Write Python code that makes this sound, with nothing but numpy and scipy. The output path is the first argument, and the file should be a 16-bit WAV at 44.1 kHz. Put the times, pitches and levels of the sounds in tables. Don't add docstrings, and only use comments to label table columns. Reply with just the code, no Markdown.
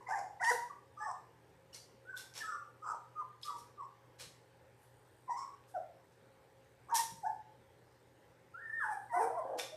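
import sys
import numpy as np
from scipy import signal
from scipy.fft import rfft, irfft
from scipy.io import wavfile
from scipy.ndimage import uniform_filter1d

SR = 44100
rng = np.random.default_rng(int(sys.argv[2]) if len(sys.argv) > 2 else 0)


def bounce(signal):
    frames = np.transpose(np.atleast_2d(signal))
    limited = np.clip(frames, -1, 1)
    pcm = np.round(limited * 32767).astype(np.int16)
    wavfile.write(sys.argv[1], SR, pcm)


def elevation(decibels):
    levels = np.asarray(decibels, float)
    return 10 ** (levels / 20)


N = 430416


def evened(x):
    return x / np.sqrt(np.mean(x ** 2) + 1e-20)


def read(points, hz):
    f, value = np.transpose(points)
    return np.interp(np.log(hz + 1), np.log(f + 1), value)


def add(mix, s, sound):
    part = mix[max(round(s * SR), 0):][:len(sound)]
    part += sound[:len(part)]


def coloured(x, points, tilt_db=0.):
    hz = np.fft.rfftfreq(len(x), 1 / SR)
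    gain_db = read(points, hz) + tilt_db * np.log2((hz + 100) / 5000)
    return irfft(rfft(x) * elevation(gain_db), len(x))


def band(x, hz, width):
    r = np.exp(-np.pi * width / SR)
    poles = [1, -2 * r * np.cos(2 * np.pi * hz / SR), r * r]
    once = signal.lfilter([1, 0, -1], poles, x)
    return evened(signal.lfilter([1, 0, -1], poles, once))


def ping(db, hz, cycles):
    u = np.arange(4000) / SR * hz
    swell = np.minimum(3 * u / cycles, 1)
    return 2 * elevation(db) * np.sin(2 * np.pi * u) * np.exp(-u / cycles) * swell


def heater():
    # f/Hz, density/dB per Hz
    fan_air = [(12, -65), (20, -34.5), (91, -7), (123, -13), (196, -14), (501, -4.5), (678, -14.5),
               (845, -8), (1210, -16.5), (1780, -14.5), (2470, -21), (7240, -29), (9020, -35), (13300, -31),
               (14400, -28.5)]
    # f/Hz, width/Hz, level/dB
    casing = [(121.7, 21, -79), (166.4, 2.8, -82.5), (536.8, 7.4, -75), (820, 17, -82), (390.6, 30, -81.5)]
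    frames = N // 256 + 5
    real, imaginary, patches = rng.standard_normal((frames, 513, 3)).T
    patches = uniform_filter1d(uniform_filter1d(patches, 10, 0), 16, 1)
    cells = (real + 1j * imaginary) * elevation(1.8 * evened(patches))
    hiss = signal.istft(cells, nperseg=1024, noverlap=768)[1][:N]
    out = elevation(-66.5) * evened(coloured(hiss, fan_air))
    for f, width, db in casing:
        out = out + elevation(db) * band(rng.standard_normal(N), f, width)
    mains = np.sqrt(2) * np.sin(2 * np.pi * 120 * np.arange(N) / SR)
    return out + elevation(-75.5) * mains


def rustle():
    # middle t/s, lift/dB, half
    # length/s
    stirs = [(2.42, 21, 0.054), (3.807, -6, .6), (5.192, 7.5, 0.46), (7.126, 17, 0.35), (7.463, -8, 0.15),
             (9.032, 8.5, 0.41), (9.75, -12, 0.29)]
    # f/Hz, width/Hz, level/dB
    fibre_modes = [(8000, 590, -9.5), (9030, 560, -7.5), (11350, 400, -23), (13200, 580, -9.5)]
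    t = np.arange(N) / SR
    stir_db = sum(db * np.maximum(1 - abs(t - s) / half, 0) for s, db, half in stirs)
    fuzz = sum(elevation(g) * band(rng.standard_normal(N), f, w) for f, w, g in fibre_modes)
    strokes = elevation(9.4 * np.tanh(band(rng.standard_normal(N), 86.8, 90)))
    return elevation(-81.5 + stir_db) * evened(fuzz * strokes)


def shaped(row, lift_db, arch, late, loudest, first_db, last_db):
    # pitch f/Hz, octave level/dB
    throat = [(340, 23), (470, 16), (560, -39), (700, -8.5), (850, -19), (1000, -12), (1200, -41),
              (1800, -39)]
    start, length, effort_db, first_hz, last_hz = row
    u = np.linspace(0, 1, num=12)
    glide = u ** (late if last_hz < first_hz else 1 / late)
    hz = (first_hz + (last_hz - first_hz) * glide) * (1 + arch * np.sin(np.pi * u))
    swell_db = np.interp(u, [0, np.clip(loudest, .1, .9), 1], [first_db, 0, last_db])
    return np.transpose([start + length * u, hz, effort_db + swell_db, lift_db + read(throat, hz)])


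def call(rasp_db, rough, rows):
    # [f/Hz, level/dB]
    noses = [(0, [(1200, 3), (2400, 3), (2800, -10), (4400, -16), (5200, 7), (6200, 2), (7300, 8.5),
             (8300, -5), (10800, -1), (12500, -16.5)]), (.35, [(1200, 32), (2200, 3), (2800, -5),
             (4300, -5), (5200, 12.5), (6500, 8), (7800, 8), (9000, 5.5), (11000, 3), (13000, -30)]),
             (.9, [(1200, -3), (2200, 1), (2800, -30), (4500, -17), (5300, 11), (6200, 6), (6800, -25),
             (7800, 16), (8800, -4), (12000, -16)]), (5, [(1200, -7), (2200, -6), (2800, -23), (4600, -5),
             (5500, 14.5), (6700, 2), (7700, 9), (8600, -1), (12000, -13)]), (8.4, [(1200, 36), (2400, -3),
             (2900, -16), (4500, -21), (5200, -5.5), (5900, -5), (7200, -12), (8000, -2), (9200, 4),
             (10600, -7.5), (12500, -12.5)])]
    s, *columns = np.transpose(rows)
    nose = [points for start, points in noses if start <= s[0]][-1]
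    t = np.arange(s[0], s[-1], 1 / SR)
    hz, effort_db, octave_db = (uniform_filter1d(np.interp(t, s, c), 200, mode="nearest") for c in columns)
    rough = np.clip(rough, 0, 1)
    slow, catches, air = rng.standard_normal((3, 15925))
    slow, air = slow[:len(t)], air[:len(t)]

    shake = evened(uniform_filter1d(uniform_filter1d(slow, 60), 60))
    growl = band(catches, 75.7, 72.7)[-len(t):]
    sag = .25 * shake - .3 * np.minimum(growl, 0) ** 2
    phase = 2 * np.pi * np.cumsum(hz * np.maximum(1 + rough * sag, 2 / 3)) / SR
    swing = np.maximum(1 + 2.4 * rough * growl, .1)

    upper = 0
    for k in range(3, 20):
        audible = k * hz < 15000
        upper = upper + elevation(read(nose, k * hz)) * audible * np.cos(k * phase + k * k)
    breath = evened(coloured(air * (1 + np.cos(phase)), [(600, -41)] + nose + [(16000, -43)]))
    rasp = elevation(rasp_db + 0.68 * (effort_db - effort_db.max()))
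    rasp = rasp * np.minimum((t - t[0]) / 0.03, 1)
    folds = np.sin(phase) + elevation(octave_db) * np.sin(2 * phase)
    voice = np.sqrt(2) * swing * (folds + elevation(-1) * rasp * upper)
    fade = np.minimum((t - t[0]) / .018, (t[-1] - t) / .008)
    edge = np.sin(np.pi / 2 * np.minimum(fade, 1)) ** 2
    return elevation(effort_db) * edge * (voice + elevation(5.0) * rasp * breath)


def calls():
    # start t/s, length/s, effort level/dB, first f/Hz, last f/Hz
    cries = [(.06, 0.056, -52, 1006, 1054), (.15, 0.056, -55, 993, 1075), (.395, 0.0167, -43.5, 988, 976),
             (.998, 0.07, -48, 820, 904)]
    grumbles = [(0, .035, -63, 952, 852), (.078, .12, -55, 798, 719)]
    cheeps = [(.69, 0.027, -40.5, 1232, 1084), (3.2, 0.031, -39.5, 992, 1033),
              (3.44, 0.075, -39, 1194, 1151), (3.767, 0.052, -42.5, 1214, 1090),
              (5.272, 0.047, -33.5, 1025, 974)]
    squeaks = [(5.737, 0.048, -39, 803, 566), (9.135, 0.0456, -46, 793, 1163),
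               (9.715, 0.042, -50.5, 607, 634)]
    yips = [(.966, 0.11, -47.5, 1200, 1219), (1.05, 0.043, -44.5, 874, 628),
            (2.4, 0.031, -38.5, 1762, 1715), (2.428, 0.095, -44, 1297, 1248),
            (2.472, 0.068, -42.5, 1444, 1354), (2.508, 0.056, -44, 1190, 1164),
            (2.816, 0.099, -47.5, 1250, 1239), (5.29, 0.06, -43.5, 848, 991),
            (9.126, 0.071, -37, 633, 770.5), (9.295, 0.027, -39, 682, 654)]
    growls = [(1.05, 0.075, -45.5, 1135, 904), (2.85, 0.076, -42, 1280, 1216)]
    snarls = [(2.835, 0.125, -44.5, 1040, 898)]
    moans = [(9.4, 0.22, -50.5, 707.4, 813)]
    rasps = [(6.88, 0.066, -49.5, 1170, 1002), (6.884, 0.045, -55, 820, 814),
             (6.89, 0.061, -56, 1605, 1617)]
    blips = [(9.34, 0.033, -40.5, 1000, 940), (9.362, 0.045, -35.5, 710, 607),
             (9.365, 0.069, -43, 1100, 970), (3.815, 0.05, -48.5, 940, 1120), (.54, .13, -44, 900, 970),
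             (2.125, 0.025, -57.5, 1180, 1030), (3.812, 0.03, -50, 1010, 900)]
    whimpers = [(3.468, .075, -44.5, 1248, 1240), (3.49, 0.085, -46.5, 1005, 928)]
    sighs = [(3.147, 0.105, -36, 1245, 1180), (0.066, 0.13, -51, 1260, 1100)]
    # t/s, pitch f/Hz, effort level/dB, octave level/dB
    first_yip = [(.094, 786, -43, -16), (.11, 775, -37.5, -4), (.125, 843, -39.5, -4),
                 (.138, 941, -39.5, 0), (.147, 823, -40, -3.5), (.165, 801, -36.5, -22),
                 (.19, 795, -45.5, -8), (.207, 740, -46, -24)]
    yelp = [(.402, 683, -33, -8), (.422, 777, -40, 0.5), (.432, 1009, -40.5, 7.5), (.445, 896.5, -34.5, -3),
            (.465, 926, -36, 2.5), (.49, 976.4, -34, 4), (.503, 982, -30, 3), (.512, 805, -39.5, 2),
            (.525, 650, -32, 4)]
    hook = [(7.224, 912, -46.5, -25.5), (7.238, 850, -39.5, -44), (7.248, 712, -39.5, -16),
            (7.258, 786, -39, -13.5), (7.267, 877, -33.5, -17), (7.29, 880, -44.5, -31)]
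    whine = [(8.536, 1294, -43, -33), (8.57, 1464, -51.5, -34), (8.62, 1850, -55.5, -37),
             (8.7, 1756, -40.5, -58), (8.76, 1842, -45, -40), (8.8, 1780, -39.5, -35),
             (8.825, 1657, -37, -35), (8.852, 1374, -40.5, -31)]
    wail = [(8.793, 1506, -39, -38), (8.82, 1237, -45, -44), (8.85, 886.4, -42, -4),
            (8.89, 850.4, -47.5, -2.5), (8.915, 855, -41.5, -6.5), (8.935, 766.6, -41.5, -15),
            (8.96, 871, -48, -4), (8.99, 774, -55, -3)]
    reply = [(9.09, 1027, -56, 4), (9.13, 912.3, -41.5, -14), (9.148, 1002, -39, -8),
             (9.178, 1021, -40.5, -12.5), (9.2, 896, -37.5, -14), (9.225, 790, -35.5, -12),
             (9.26, 752, -38, -26)]
    steady = [(6.912, 959, -40, -32), (6.93, 927, -30.5, -38), (6.946, 933, -29.5, -32),
              (6.965, 879, -33, -6), (6.976, 899, -45, -12), (6.995, 943.5, -33, -10.5),
              (7.022, 917, -32, -22), (7.031, 910, -39.5, -29), (7.105, 917, -53, -12)]
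    lead_in = [(2.045, 1380, -61, -45), (2.08, 1502, -61, -45), (2.098, 1550, -44, -45),
               (2.114, 1569, -46.5, -45), (2.126, 1473, -63, -45), (2.143, 1470, -47, -45),
               (2.16, 1570, -47.5, -45), (2.175, 1510, -43, -45)]
    low_whine = [(9.155, 353.4, -52, -4), (9.19, 374.5, -50, 11), (9.21, 458.5, -40.5, 2),
                 (9.24, 457.3, -41, 6.5), (9.265, 473, -41, 1), (9.315, 491, -54, -8)]
    groan = [(9.44, 555, -38, -12), (9.48, 564.3, -51, -16), (9.52, 549, -44, -19), (9.55, 520, -42, -12),
             (9.6, 476.6, -57, -17), (9.643, 516, -51, -23)]
    drop_call = [(.5, 467, -47, -5), (.515, 489, -34, -2), (.53, 487, -50, 12), (.54, 492, -43.5, 2),
                 (.56, 477, -39, -4)]
    rise_call = [(5.355, 1020, -43, -16), (5.37, 1066, -43, -18), (5.39, 1092, -44, -33),
                 (5.41, 1094, -45, -30), (5.43, 1102, -46, -19), (5.46, 1105, -51, -26),
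                 (5.49, 1090, -53, -25), (5.53, 1119, -60, -21), (5.553, 1136, -48, -24)]
    clear, husky, growly = .045, .1, .25
    manners = [
        (cries, -25, 0.071, -3, 16.5, 0.0115, 1.14, 0.53, 5.4, 1),
        (grumbles, -21, 0.25, -.1, -2, 0.15, 1.1, 0.64, 16, 15),
        (cheeps, -43.5, clear, -3.5, -14, 0.0061, 1.4, 0.89, -14.5, -1.3),
        (squeaks, -49, clear, -2.6, -3.5, 0.0087, 1.53, 0.16, 1.2, -1),
        (yips, -29, clear, 0.27, -0.56, 0.00855, 2.2, 0.12, 2.7, -1.7),
        (growls, -28, 0.16, -4, -23, 0.008, 2.7, 0.62, 0.83, 4.2),
        (snarls, -36, 0.37, -5, -29, .02, 1.5, 0.9, -7.5, -2),
        (moans, -37, growly, -1.8, -5, 0.0086, 2.3, 0.75, -0.71, -20),
        (rasps, -36, growly, 4, -2.2, 0.0089, 1.15, 0.39, -2.5, -2),
        (blips, -37, clear, -7.5, -10.5, 0.0094, 1.49, 0.2, -1.5, -0.87),
        (whimpers, -32, 0.061, -5, -11, 0.0203, 0.92, 0.087, -8, -6.5),
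        (sighs, -45, clear, -9, -13, 0.0089, 1, .55, -17, -19)]
    # curve, rasp/dB, roughness 0-1, room send/dB
    voices = [
        (first_yip, -31.5, 0.075, -6.5), (yelp, -21.5, 0.0575, -5),
        (hook, -42.5, clear, -.1), (whine, -33.5, 0.0194, -.1),
        (wail, -23.5, 0.0694, -.1), (reply, -22.5, 0.0407, -1.3),
        (steady, -58, 0.023, -11), (lead_in, -44, 0.021, -1),
        (low_whine, -41, husky, -6.5), (groan, -57, 0.207, -6.5),
        (drop_call, -50, clear, -13), (rise_call, -24.5, husky, -9)]
    for rows, rasp_db, rough, send_db, *shape in manners:
        voices += [(shaped(row, *shape), rasp_db, rough, send_db) for row in rows]

    near, sent = np.zeros((2, N))
    for rows, rasp_db, rough, send_db in voices:
        voice = call(rasp_db, rough, rows)
        add(near, rows[0][0], voice)
        add(sent, rows[0][0], elevation(send_db) * voice)
    return near, sent


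def clicks():
    # t/s, peak level/dB, f/Hz, decay/cycles
    smacks = [(0.443, -32, 6500, 2.3), (0.448, -35.5, 3040, 2.3), (0.449, -39, 4800, 4.1),
              (1.731, -53, 5520, 30.), (1.729, -57, 2920, 15), (1.745, -47.5, 4220, 10),
              (1.748, -45.5, 5900, 13), (1.748, -47, 5200, 12), (1.746, -41, 7000, 3.5),
              (1.749, -48, 8700, 11), (1.754, -69, 4670, 440), (2.169, -44.5, 3560, 14),
              (2.174, -46, 4050, 8.8), (2.175, -49, 5200, 9), (2.175, -49, 5830, 8),
              (2.339, -42, 5600, 2.5), (2.176, -41, 8000, 5), (2.176, -37, 12500, 3.4),
              (3.415, -52, 4000, 1.2), (3.431, -42.5, 3370, 7.7), (3.434, -41, 3800, 7.4),
              (3.435, -44, 4330, 7), (3.432, -40, 5130, 15), (5.639, -54, 2700, 0.77),
              (6.956, -32, 5800, 8), (6.956, -28, 8500, 8), (6.9, -55, 6200, 6), (6.914, -52, 6400, 6.6),
              (9.596, -35, 2420, 3.3), (9.597, -33, 3590, 10), (9.592, -37, 4480, 6),
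              (9.596, -50, 1490, 13)]
    # t/s, peak level/dB, f/Hz, decay/cycles
    low_chirps = [(.222, -50, 820, 5.3), (.267, -42.5, 820, 4.8), (.307, -49, 794, 4.9),
                  (5.293, -41, 811, 8.5), (9.541, -37, 712, 2.8), (9.55, -41, 660, 3.2)]
    out = np.zeros(N)
    for s, db, hz, cycles in smacks + low_chirps:
        add(out, s, ping(db, hz, cycles))
    return out


def sneeze(db, rise, tilt_db, whistle_hz):
    # f/Hz, density/dB per Hz
    jet_colour = [(290, -28), (500, -1.5), (653, -10.5), (829, -1), (1540, -5.5), (1720, -4), (1900, -2.5),
                  (3840, 0), (5380, 2), (11500, -4), (14400, -16.5)]
    t = np.arange(SR // 4) / SR
    air, spit = rng.standard_normal((2, len(t)))
    whistle = elevation(-15.5) * band(air, whistle_hz, 600)
    jet = evened(coloured(air, jet_colour, tilt_db)) + whistle
    sputter = elevation(2.75 * evened(uniform_filter1d(spit, 160)))
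    burst = np.minimum(t / rise, 1) ** 1.1 * np.exp(-np.maximum(t - rise, 0) / .022)
    return elevation(db) * jet * sputter * burst


def sneezes():
    # t/s, level/dB, rise/s, brightness/dB an octave, whistle f/Hz
    puffs = [(0.425, -47, 0.11, 5, 5800), (1.723, -53, 0.029, 1.5, 4600), (2.154, -48.5, 0.036, 1.5, 5430),
             (2.335, -46, 0.043, -0.5, 5500), (3.41, -51.5, 0.044, 2.5, 4800), (3.539, -60, 0.058, 4, 5600),
             (4.181, -48, 0.033, -0.5, 4070), (4.765, -70, 0.072, 14, 10300), (5.664, -68, 0.034, 9, 8500),
             (6.109, -75, 0.016, -2, 6440), (6.937, -31, 0.026, 4.5, 5670), (9.572, -42, 0.027, -1.5, 5400)]
    out = np.zeros(N)
    for s, *shape in puffs:
        add(out, s, sneeze(*shape))
    return out


def paws():
    # t/s, peak level/dB, f/Hz
    pushes = [
        (1.941, -59.5, 221),
        (4.269, -61, 137),
        (7.12, -55, 150),
        (7.137, -55, 172),
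        (7.183, -58.5, 143),
    ]
    out = np.zeros(N)
    for s, db, hz in pushes:
        add(out, s, ping(db, hz, 1.3))
    return out


def room(x):
    # f/Hz, t60/s
    decay = [(150, 0.73), (500, 0.5), (1000, 0.44), (2000, 0.42), (5000, 0.44), (12000, 0.36)]
    taps = np.zeros(SR)
    at = np.arange(200, SR - 12, 12) + rng.integers(0, 12, (SR - 201) // 12)
    taps[at] = rng.choice([-1., 1.], at.shape)
    hz, t, z = signal.stft(taps, SR, nperseg=256)
    t60 = read(decay, hz)[:, None]
    early_db = -0.5 * np.exp(-t / 0.081)
    onset = np.minimum(t / 0.0035, 1)
    tail = signal.istft(z * elevation(early_db - 60 * t / t60) * onset, SR, nperseg=256)[1]
    return signal.fftconvolve(x, tail / np.linalg.norm(tail))[:N]


def scene():
    bass_cut = [(110, -40), (250, 0), (16000, 0)]
    near, sent = calls()
    puffs, wet = sneezes(), clicks()
    near = coloured(near + puffs + wet, bass_cut)
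    sent = coloured(sent + puffs + elevation(-1.5) * wet, bass_cut)
    return (near + room(sent) + paws() + heater() + rustle())[None]


def band_limit(x):
    return signal.sosfilt(signal.butter(12, 14550, fs=SR, output="sos"), x)


def record(dry):
    # f/Hz, level/dB
    mic_response = [(20, -11), (45, 3.5), (11900, -4), (12300, -2.5), (12800, -9), (13800, -4),
                    (14300, -13), (14700, -29)]
    return band_limit(coloured(dry[0], mic_response)[None])


dry = scene()
out = record(dry)
bounce(out)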